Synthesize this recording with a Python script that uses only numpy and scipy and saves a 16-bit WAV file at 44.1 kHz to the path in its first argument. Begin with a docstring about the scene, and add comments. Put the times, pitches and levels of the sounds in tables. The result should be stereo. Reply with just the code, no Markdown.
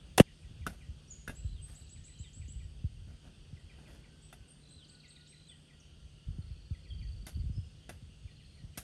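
"""A wooden pole is rammed into loose soil: gritty noise and short wood modes, then a deep sinking thud.
Lighter wooden knocks (noise cracks and modes), dull thumps (sinking sines) and brushed litter follow.
Birds whistle, call, buzz and trill (gliding sines), the far ones smeared by decaying noise echoes.
Behind: coloured-noise rumble, valley wash and leaf hiss, a low hum, a thin insect band and a faint whine."""
import sys
import numpy as np
from scipy import signal
from scipy.fft import rfft, irfft, next_fast_len
from scipy.io import wavfile
from scipy.ndimage import uniform_filter1d, map_coordinates

SR = 44100
rng = np.random.default_rng(int(sys.argv[2]) if len(sys.argv) > 2 else 0)


def int16_out(signal):
    """Quantize to a 16-bit WAV file."""
    q = np.round(np.clip(np.atleast_2d(signal).T, -1, 1) * 32767)
    wavfile.write(sys.argv[1], SR, q.astype(np.int16))


N = 389391
TIME = np.arange(N) / SR

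# All source levels are ahead of stereo placement and the final mix.
# Background levels: t/s, valley level/dB, leaves level/dB
AIR_LEVELS = [(0, -63, -63.5), (2.6, -66, -65.5), (3.9, -61, -64.5), (4.8, -64.5, -66), (8.8, -65, -65)]
# Rumble spectrum: f/Hz, density/dB per Hz
RUMBLE_SPECTRUM = [(15, -31), (45, 1), (80, -0.5), (130, -12), (260, -33.5), (800, -80.5)]
# Valley wash spectrum: f/Hz, density/dB per Hz
VALLEY_SPECTRUM = [(40, -16.5), (120, -8), (185, -5.5), (260, -11.5), (500, -16.5), (1000, -26.5),
                   (1500, -23.5), (4000, -73)]
# Leaf hiss spectrum: f/Hz, density/dB per Hz
LEAF_SPECTRUM = [(1000, -31), (1700, -11), (2290, -11.5), (2760, -0.5), (3240, 1), (3970, -10),
                 (4810, -8.5), (7290, -14.5), (9010, -9.5), (10300, -27), (11100, -21.5), (14000, -47.5)]
# Left-right likeness of the forest's wash: f/Hz, correlation
WASH_LIKENESS = [(200, 0.98), (800, 0.17), (6500, 0.22), (9000, 0.27)]
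# Spells of low rumble while the work goes on: start/s, end/s, level/dB
RUMBLE_SPELLS = [(0.478, 0.695, -44), (1.273, 1.63, -45), (2.385, 3.099, -46.5), (6.292, 6.532, -42.5),
                 (6.917, 7.232, -42.5), (7.355, 7.576, -37.5)]
# Pole scrapes in and lands: t/s, crack level/dB, t60/s, treble tilt/dB per octave, ring level/dB
RAM_CONTACTS = [(0.177, -28, 0.11, 5.5, -48), (0.1805, -13, 0.028, 0, -20), (0.1991, -11, 0.028, -1, -20),
                (.2055, -27.5, 0.076, .5, -29.5)]
# Grit spectrum: f/Hz, density/dB per Hz
GRIT_SPECTRUM = [(100, -7.5), (400, -2.5), (1400, -5), (2300, -8.5), (2800, -6), (4300, -16.5), (9000, -15),
                 (11500, -18), (14000, -36)]
# Pole modes: f/Hz, level/dB re ring
POLE_MODES = [(757, 0), (970, -5), (1490, -8), (2022, -9.5), (2732, -3.5), (2900, -4), (3430, -13.5)]
# Colour the hole gives the thud: f/Hz, gain/dB
PIT_COLOUR = [(220, -3), (310, -5), (410, -3), (540, 6), (720, 0.5)]
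# Phase between the microphone ports for near sounds: f/Hz, left lead/rad
PORT_LEAD = [(60, -0.5), (1400, 1.74), (2800, 1.5), (4500, 2), (8500, 2), (12000, -8)]
# Shading between the ports: f/Hz, left over right/dB
PORT_SHADE = [(2500, 1.5), (5500, 8), (9000, 0.5)]
# Far bird's bouts of falling calls: start/s, calls, first gap/s
CALL_BOUTS = [(.256, 4, 0.17), (1.951, 5, 0.12), (3.557, 4, 0.13), (5.024, 5, 0.13), (6.726, 3, 0.12),
              (8.268, 4, 0.13)]
# Light knocks: t/s, crack level/dB, t60/s, treble tilt/dB per octave,
# stick ring level/dB, stick f/Hz, prop ring level/dB
KNOCK_EVENTS = [(0.6653, -31.5, 0.045, -0.66, -32.5, 1444, -44), (1.277, -39, 0.028, 0, -40, 1634, -43.5),
                (1.294, -38.5, 0.056, -2.5, -49.5, 1610, -47.5), (4.327, -52, 0.067, 0.5, -59, 1499, -52.5),
                (7.266, -44.5, 0.1375, 1.5, -58, 1780, -50.5), (7.8922, -40.5, 0.053, -.5, -53, 1620, -47),
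                (8.774, -37, 0.092, 3, -68, 1848, -52)]
# Stick modes: multiple of stick f, level/dB re ring, t60/s
STICK_MODES = [(.44, -17, 0.05), (.92, 14.5, 0.02), (1.02, 7, 0.06)]
# Struck prop modes: f/Hz, level/dB re ring
PROP_MODES = [(740, -7), (2020, -2.5), (2560, -4.5), (2740, -3), (3100, -16), (3600, -4.5), (9700, -4)]
# Crack and litter spectrum: f/Hz, density/dB per Hz
CRACK_SPECTRUM = [(60, -1), (250, 4.5), (400, -6), (720, -1), (1020, -11.5), (1500, -4.5), (2300, -11.5),
                  (3000, -12), (4400, -15.5), (5800, -13), (8200, -17.5), (9600, -11.5), (12000, -16),
                  (13800, -42)]
# Dull thumps in the earth: t/s, peak level/dB, starting f/Hz
EARTH_THUMPS = [(0.887, -35.5, 126), (1.447, -29, 129.5), (2.199, -36.5, 172), (2.842, -26, 183),
                (3.072, -42.5, 220), (3.528, -40, 222), (6.284, -31.5, 160), (6.385, -32.5, 230),
                (6.505, -35, 122), (6.709, -29, 170), (7.371, -40, 323), (7.391, -30.5, 141),
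                (7.438, -40.5, 271), (7.455, -30, 126), (7.496, -32.5, 225), (7.581, -31, 199),
                (8.023, -43.5, 262), (8.093, -48, 260), (8.244, -43, 160.6), (8.636, -41, 235)]
# Single chirps: t/s, level/dB, starting f/Hz, ending f/Hz, length/s
CHIRP_NOTES = [(1.076, -49.5, 5460, 6100, 0.021), (1.101, -45, 7220, 6380, 0.03),
               (2.147, -53.5, 3220, 2910, 0.0596), (5.254, -57, 4800, 5740, 0.049),
               (5.8, -45.5, 6750, 5430, 0.009), (6.896, -51, 3510, 2965, 0.038),
               (7.514, -60, 4800, 5330, 0.079)]
# High whistler's songs: start/s, series start/s, series gap/s, series notes, level/dB, top f/Hz
WHISTLE_SONGS = [(1.349, 1.744, .1465, 6, -48, 7900), (4.216, 4.685, .195, 5, -54.5, 8270)]
# Tops of the two opening notes: ratio to the song's top f
OPENING_RATIOS = (0.98, 1.05)
# Runs of sharp notes: start/s, notes, level/dB
SHARP_RUNS = [(1.707, 6, -54), (4.841, 9, -48.5)]
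# Buzzes ending in a slur: slur t/s, slur level/dB
BUZZ_EVENTS = [(1.552, -59.5), (2.235, -58.5), (4.787, -55.5), (5.477, -54)]
# Shoes and clothes brush through dry litter: t/s, length/s, level/dB, treble tilt/dB per octave
LITTER_SCUFFS = [(1.627, 0.22, -62, 0.5), (3.062, 0.1, -55, -3), (3.223, 0.091, -52, -3.5),
                 (3.68, 0.29, -56, -3), (3.859, 0.16, -57.5, -1)]
# Trills: start/s, end/s, pip level/dB, f/Hz
TRILL_EVENTS = [(6.421, 6.87, -65.5, 4340), (6.886, 7.412, -61.5, 4530), (8.308, 8.606, -65, 4284)]
# Forest echo decay: f/Hz, t60/s
FOREST_DECAY = [(200, .2), (1500, 0.53), (5000, 0.57), (8000, 0.59), (14000, 1)]

CALM_DB = -54.5  # rumble between spells
SPELL_ATTACK_S, SPELL_RELEASE_S = 0.039, 0.13
LULL_S, LULL_WIDTH_S, LULL_DB = 5.04, 0.89, -9.5  # middle, Gaussian width, change at middle
WASH_LEAD_S = .00047  # left port first
HUM_HZ, HUM_DB = 150.8, -64.5
POLE_T60_S, PROP_T60_S = .045, 0.076  # damp wood rings only briefly
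CALL_DB, CALL_FROM_HZ, CALL_TO_HZ, CALL_S = -62.5, 2950, 1890, .052  # before random spread
CALL_TURN = .72  # share of a call's length at which it bottoms out
CALL_LIMIT_GAP_S, GAP_RATIO = .197, .5  # pace approached; share of the gap's shortfall left per call
SCATTER_SHARE, SCATTER_T60_S = .6, .11  # power share blurred by foliage
JOLT_DB, JOLT_HZ = -8.5, 328  # ground jolt re its knock's crack; starting pitch
BUMPS_PER_S, BUMP_HZ = 5, 262  # median starting pitch
BUMP_DB, BUMP_SPREAD_DB = -4.5, 4  # re capped rumble level
BUMP_RUMBLE_MAX_DB = -48.5  # cap on the rumble level that bumps follow
OPENING_GAP_S, OPENING_DB = .262, 1  # level re series
OPENING_SCOOP, SERIES_SCOOP = .92, .69  # starting pitch over top
WHISTLE_S, WHISTLE_SETTLE = .065, 8
BUZZ_S, PIPS_PER_S, BUZZ_HZ, BUZZ_DB = .19, 55, 4030, -3  # level re slur
SLUR_FROM_HZ, SLUR_TO_HZ, SLUR_S = 3900, 2820, .064
RUN_GAP_S, RUN_SAG_HZ_PER_S = .0524, 900
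TRILL_GROUP_S, TRILL_NOTE_S = .046, .013  # group to group, note to note
LOW_CUT_HZ, HIGH_CUT_HZ = 27.8, 16200


def amp(db):
    """Decibels to gain."""
    return 10 ** (np.asarray(db) / 20)


def unit(x):
    """Scale to rms 1."""
    return x / np.sqrt(np.mean(x ** 2) + 1e-20)


def along(points, hz):
    """Interpolate (Hz, value) points on a log frequency axis."""
    f, v = np.transpose(points)
    return np.interp(np.log(hz + 1), np.log(f + 1), v)


def curves(rows):
    """One value per sample for each column after the time."""
    s, *cols = np.transpose(rows)
    return [np.interp(TIME, s, c) for c in cols]


def wobble(rate, size=N):
    """Smooth random curve, rate knots a second."""
    knots = rng.standard_normal(int(size * rate / SR) + 4)
    return map_coordinates(knots, [np.arange(size) * rate / SR])


def filtered(x, response):
    """Apply a frequency response by FFT."""
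    size = x.shape[-1]
    m = next_fast_len(size + 4096)
    return irfft(rfft(x, m) * response(np.fft.rfftfreq(m, 1 / SR)), m)[..., :size]


def noise(spectrum, alike, tilt_db=0, size=N):
    """Coloured stereo noise of rms 1; alike is the left-right correlation."""
    def colour(hz):
        return amp(along(spectrum, hz) + tilt_db * np.log2(hz + 1))
    mid, side = filtered(rng.standard_normal((2, size)), colour)
    turn = np.arccos(np.clip(alike, -1, 1)) / 2
    return unit(np.cos(turn) * mid + np.sin(turn) * np.array([side, -side]))


def add(track, s, sound):
    """Mix a sound into a track at time s."""
    start = max(round(s * SR), 0)
    part = track[..., start:start + sound.shape[-1]]
    part += sound[..., :part.shape[-1]]


def placed(x, left_db):
    """Pan by level; left_db is left over right."""
    return amp(left_db * np.array([[.5], [-.5]])) * x


def ports(x):
    """The microphone body shades near sounds and shifts their phase between its two ports."""
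    side = np.array([[.5], [-.5]])

    def response(hz):
        shade = amp(side * along(PORT_SHADE, hz))
        return shade * np.exp(1j * side * along(PORT_LEAD, hz))
    return filtered(x, response)


def glide(start_hz, end_hz, length, settle):
    """Sine easing exponentially between two pitches, and its progress 0-1."""
    u = np.linspace(0, 1, max(int(length * SR), 8))
    ease = (np.exp(-settle * u) - np.exp(-settle)) / (1 - np.exp(-settle))
    hz = end_hz + (start_hz - end_hz) * ease
    return np.sin(2 * np.pi * np.cumsum(hz) / SR), u


def ring(modes, t, scale=1):
    """Damped wood modes, at new strengths for every blow."""
    out = np.zeros(len(t))
    for hz, db, t60 in modes:
        decay = amp(db + rng.normal(0, 2.7) - 60 * t / t60)
        out += decay * np.sin(2 * np.pi * hz * scale * t)
    return out


def thud(start_hz, end_hz, length, settle, skew):
    """Soil gives way under a push: a few cycles sink in pitch and stop without ringing."""
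    wave, u = glide(start_hz, end_hz, length, settle)
    return wave * np.sin(np.pi * u ** abs(skew))


def note(start_hz, end_hz, length, settle, flutter_db=2):
    """Bird note: a gliding whistle that swells, flutters and fades."""
    wave, u = glide(start_hz, end_hz, length, settle)
    swell = np.sqrt(np.abs(np.sin(np.pi * u)))
    return wave * swell * amp(flutter_db * wobble(180, size=len(u)))


def blurred(x):
    """Many short paths through foliage smear a song: convolution with decaying noise."""
    t = TIME[:SR // 8]
    paths = rng.standard_normal((2, len(t))) * amp(-60 * t / SCATTER_T60_S)
    smear = signal.fftconvolve(x[None], paths / np.linalg.norm(paths[0]), axes=1)[:, :N]
    return np.sqrt(1 - SCATTER_SHARE) * x + np.sqrt(SCATTER_SHARE) * smear


def forest(x):
    """Trunks and foliage scatter a diffuse echo with its own noise tail at each ear."""
    hz, _, bins = signal.stft(rng.standard_normal((2, SR // 2)), SR, nperseg=256)
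    # istft returns times too: t here is the frame time from stft
    t = _
    decay = amp(-60 * t / along(FOREST_DECAY, hz)[:, None])
    tail = signal.istft(bins * decay, SR, nperseg=256)[1]
    return signal.fftconvolve(x, tail / np.linalg.norm(tail[0]), axes=1)[:, :N]


def rumble_level():
    """Rumble gain: a calm with one lull, and spells that rise, hold and fall."""
    gain = amp(CALM_DB + LULL_DB * np.exp(-((TIME - LULL_S) / LULL_WIDTH_S) ** 2))
    for start, end, db in RUMBLE_SPELLS:
        corners = [start - SPELL_ATTACK_S, start, end, end + SPELL_RELEASE_S]
        gate = np.interp(TIME, corners, [0, 1, 1, 0])
        gain = np.maximum(gain, amp(db) * gate)
    return gain


def wash(spectrum):
    """Forest noise, partly alike at the two ports, the left a little ahead."""
    def paired(hz):
        turn = np.arccos(np.clip(along(WASH_LIKENESS, hz), -1, 1)) / 2
        return np.array([np.cos(turn), np.sin(turn)])

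    def lead(hz):
        side = np.array([[.5], [-.5]])
        return np.exp(1j * side * 2 * np.pi * hz * WASH_LEAD_S)
    mid, side = filtered(noise(spectrum, alike=0), paired)
    return unit(filtered(np.array([mid + side, mid - side]), lead))


def patchy(x, depth_db):
    """Narrow bands swell and fade independently of distant bands."""
    bins = signal.stft(x, nperseg=512)[2]
    field = uniform_filter1d(rng.standard_normal(bins.shape[1:]), size=4, axis=0)
    field = uniform_filter1d(field, size=16, axis=1)
    return unit(signal.istft(bins * amp(depth_db * unit(field)), nperseg=512)[1][:, :N])


def air():
    """Lumpy rumble close by, a soft valley wash and leaf hiss, all level-shaped noise."""
    valley_db, leaves_db = curves(AIR_LEVELS)
    rumble = rumble_level() * amp(3.0 * wobble(24)) * noise(RUMBLE_SPECTRUM, alike=0.44)
    valley = amp(valley_db + wobble(6.6)) * wash(VALLEY_SPECTRUM)
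    leaves = amp(leaves_db) * patchy(wash(LEAF_SPECTRUM), depth_db=1.8)
    return placed(rumble, left_db=3.5) + placed(valley + leaves, left_db=2.0)


def drone(hz, rate):
    """Fuzzy stereo line: a tone with random complex strength, rate knots a second."""
    turn = np.exp(2j * np.pi * np.cumsum(hz * np.ones(N)) / SR)
    return unit(np.array([(turn * (wobble(rate) + 1j * wobble(rate))).real for _ in range(2)]))


def distance():
    """A wavering low hum, a thin insect band and a faint whine that sinks in pitch."""
    hum_hz = HUM_HZ + 2.5 * wobble(9.0)
    hum_tone = np.sqrt(2) * np.sin(2 * np.pi * np.cumsum(hum_hz) / SR)
    hum = amp(HUM_DB + wobble(6.1)) * hum_tone
    insects = amp(-75.5) * drone(hz=4590, rate=660)
    swell = np.exp(-((TIME - 5.2) / 2.2) ** 2)
    whine = amp(-80.0) * swell * drone(np.interp(TIME, [4, 7], [1560, 1290]), rate=14)
    return hum + insects + whine


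def ram():
    """The pole grinds past the hole's wall, rings, squeezes loose soil and lands on the soft bottom."""
    out, t = np.zeros((2, N)), TIME[:SR // 8]
    modes = [(hz, level, POLE_T60_S) for hz, level in POLE_MODES]
    onset = 1 - np.exp(-t / 0.00022)
    for s, db, t60, tilt_db, ring_db in RAM_CONTACTS:
        grit = noise(GRIT_SPECTRUM, alike=0.97, tilt_db=tilt_db, size=len(t)) * amp(-60 * t / t60)
        add(out, s, (amp(db) * grit + amp(ring_db) * ring(modes, t)) * onset)
    soil = np.zeros(N)
    squeeze = thud(start_hz=450, end_hz=330, length=0.013, settle=1, skew=0.95)
    landing = thud(start_hz=638.0, end_hz=95.35, length=0.014, settle=3.635, skew=0.7)
    add(soil, .184, amp(-21) * squeeze)
    add(soil, .2005, amp(-1.5) * landing)
    out += placed(filtered(soil, lambda hz: amp(along(PIT_COLOUR, hz))), left_db=2.0)
    seated = amp(-60 * np.maximum(TIME - .212, 0) / 0.057)  # gripping soil mutes the pole
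    return ports(out * seated)


def hooked_call():
    """A steep fall that rounds off and lifts as it fades, broken up by the way through the trees."""
    u = np.linspace(0, 1, int(CALL_S * SR * np.exp(.15 * rng.standard_normal())))
    hook = np.abs(1 - u / CALL_TURN) ** 2.4
    hz = CALL_TO_HZ + (CALL_FROM_HZ - CALL_TO_HZ) * hook
    hz *= 1 + .018 * rng.standard_normal()
    swell = np.sqrt(np.abs(np.sin(np.pi * np.sqrt(u)))) * (1 - .7 * u)
    return np.sin(2 * np.pi * np.cumsum(hz) / SR) * swell * amp(3 * wobble(300, size=len(u)))


def far_birds():
    """Slowing bouts of falling calls from deep in the forest, smeared by foliage."""
    out = np.zeros(N)
    for s, calls, first_gap in CALL_BOUTS:
        for k in range(round(calls)):
            add(out, s, amp(CALL_DB + rng.standard_normal()) * hooked_call())
            s += CALL_LIMIT_GAP_S + (first_gap - CALL_LIMIT_GAP_S) * GAP_RATIO ** k
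    return placed(blurred(out), left_db=0.5)


def knocks():
    """Wood meets wood: a noise crack, damped stick and prop modes and a trickle of crumbs."""
    out, t = np.zeros((2, N)), TIME[:SR // 4]
    prop_modes = [(hz, level, PROP_T60_S) for hz, level in PROP_MODES]
    for s, db, t60, tilt_db, ring_db, ring_hz, prop_db in KNOCK_EVENTS:
        decay = amp(-60 * t / t60) + amp(-10 - 60 * t / 0.24)  # crack plus slower crumbs
        grains = amp(2.5 * wobble(575, size=len(t)))
        crack = noise(CRACK_SPECTRUM, alike=0.93, tilt_db=tilt_db, size=len(t))
        crack = amp(db) * crack * decay * grains
        stick = amp(ring_db) * ring(STICK_MODES, t, ring_hz)
        prop = amp(prop_db) * ring(prop_modes, t, 1 + 0.014 * rng.standard_normal())
        add(out, s, (crack + stick + prop) * (1 - np.exp(-t / 0.0011)))
    return ports(out)


def thumps():
    """Pushes into earth, jolts under knocks and chance bumps; those starting lower last longer."""
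    out = np.zeros(N)
    level = np.minimum(rumble_level(), amp(BUMP_RUMBLE_MAX_DB))
    pushes = [(s, amp(db), hz) for s, db, hz in EARTH_THUMPS]
    pushes += [(s, amp(db + JOLT_DB), JOLT_HZ) for s, db, *_ in KNOCK_EVENTS]
    for k, (late, loud, sharp) in enumerate(rng.standard_normal((int(BUMPS_PER_S * N / SR), 3))):
        s = (k + late / 2) / BUMPS_PER_S
        gain = np.interp(s, TIME, level) * amp(BUMP_DB + BUMP_SPREAD_DB * loud)
        pushes.append((s, gain, BUMP_HZ * np.exp(0.19 * sharp)))
    for s, gain, start_hz in pushes:
        push = thud(start_hz, end_hz=49.2, length=0.02 + 3 / start_hz, settle=3.33, skew=0.59)
        add(out, s, gain * push)
    return placed(out, left_db=4.5)


def chirps():
    """Single gliding notes, fluttering and smeared by foliage."""
    out = np.zeros(N)
    for s, db, start_hz, end_hz, length in CHIRP_NOTES:
        add(out, s, amp(db) * note(start_hz, end_hz, length, settle=0.83, flutter_db=5.5))
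    return blurred(out)


def whistle(start_hz, top_hz, length, settle, rasp):
    """Upward whistle: random pitch rasp is strongest on the way up, less at the top."""
    u = np.linspace(0, 1, int(length * SR))
    climb = np.exp(-settle * u)
    hz = top_hz + (start_hz - top_hz) * climb
    hz += top_hz * rasp * (climb + 0.32) * wobble(902, size=len(u))
    swell = np.sqrt(np.abs(np.sin(np.pi * u)))
    return np.sin(2 * np.pi * np.cumsum(hz) / SR) * swell * amp(2.36 * wobble(167, size=len(u)))


def whistler():
    """Songs of two shallow notes, the second higher, then a series of steep upward whistles."""
    out = np.zeros(N)
    for start, series_start, gap, notes, db, top_hz in WHISTLE_SONGS:
        song = [(start + k * OPENING_GAP_S, db + OPENING_DB, top_hz * ratio, OPENING_SCOOP)
                for k, ratio in enumerate(OPENING_RATIOS)]
        song += [(series_start + k * gap, db, top_hz, SERIES_SCOOP) for k in range(round(notes))]
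        for s, level, hz, scoop in song:
            hz *= 1 + 0.005 * rng.standard_normal()
            sound = whistle(hz * scoop, hz, WHISTLE_S, WHISTLE_SETTLE, rasp=0.055)
            add(out, s, amp(level + rng.normal(0, 0.2)) * sound)
    return out


def sharp_runs():
    """Quick downward notes at an even pace, each a little lower than the last."""
    out = np.zeros(N)
    for start, notes, db in SHARP_RUNS:
        for t in RUN_GAP_S * np.arange(round(notes)):
            sag = RUN_SAG_HZ_PER_S * t
            sound = note(start_hz=5100 - sag, end_hz=3700 - sag, length=0.016, settle=0.14)
            add(out, start + t, amp(db) * sound)
    return out


def near_birds():
    """Chirps, high whistles and sharp runs from the edge of the trees."""
    return placed(whistler() + sharp_runs() + chirps(), left_db=3.0)


def pips(times, db, hz, length):
    """Tiny falling notes, uneven in time, pitch and strength."""
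    out = np.zeros(N)
    for s in times:
        late, sharp, loud = rng.standard_normal(3)
        pitch = hz * (1 + 0.006 * sharp)
        pip = note(pitch * 1.045, pitch / 1.045, length, settle=0.16)
        add(out, s + 0.00097 * late, amp(db + 2 * loud) * pip)
    return out


def buzzer():
    """Quick pips swell around one pitch and tip over into a louder falling, smeared slur."""
    out, slurs = np.zeros(N), np.zeros(N)
    for s, db in BUZZ_EVENTS:
        swell = np.sqrt(np.clip((TIME - s) / BUZZ_S + 1, 0, 1))
        times = np.arange(s - BUZZ_S, s, 1 / PIPS_PER_S)
        out += swell * pips(times, db + BUZZ_DB, BUZZ_HZ, length=.012)
        slur = note(SLUR_FROM_HZ, SLUR_TO_HZ, SLUR_S, settle=0.69, flutter_db=5.0)
        add(slurs, s, amp(db) * slur)
    return out + blurred(slurs)


def scuffs():
    """Litter brushes: noise that swells and fades in clumps of tiny crackles."""
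    out = np.zeros((2, N))
    for s, length, db, tilt_db in LITTER_SCUFFS:
        size = int(length * SR)
        clumps = unit(amp(2.7 * wobble(46, size=size) + 3.0 * wobble(450, size=size)))
        swell = np.sin(np.linspace(0, np.pi, size))
        add(out, s, amp(db) * swell * clumps * noise(CRACK_SPECTRUM, 0.077, tilt_db, size))
    return placed(out, left_db=3.5)


def triller():
    """Trills: chains of pips in quick pairs."""
    out = np.zeros(N)
    for start, end, db, hz in TRILL_EVENTS:
        groups = np.arange(start, end, TRILL_GROUP_S)
        times = [s + k * TRILL_NOTE_S for s in groups for k in range(2)]
        out += pips(times, db, hz, length=0.01)
    return out


def scene():
    """The ramming is dry; knocks and birds also feed the forest echo."""
    wood, near, far = knocks(), near_birds(), far_birds()
    trills = placed(triller() + buzzer(), left_db=4)
    echo = forest(amp(-7.5) * (near + trills) + far + amp(-23.0) * wood)
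    work = ram() + wood + thumps() + scuffs()
    birds = amp(-9.0) * near + trills + far
    return work + birds + echo + distance() + air()


def record(dry):
    """Round off the highest peaks, roll off the lows and cut sharply at the top."""
    held = dry / (1 + np.abs(dry / .92) ** 8) ** (1 / 8)

    def band(hz):
        low_cut = hz ** 2 / np.sqrt(hz ** 4 + LOW_CUT_HZ ** 4)
        return low_cut * (hz < HIGH_CUT_HZ)
    return filtered(held, band)


dry = scene()
out = record(dry)
int16_out(out)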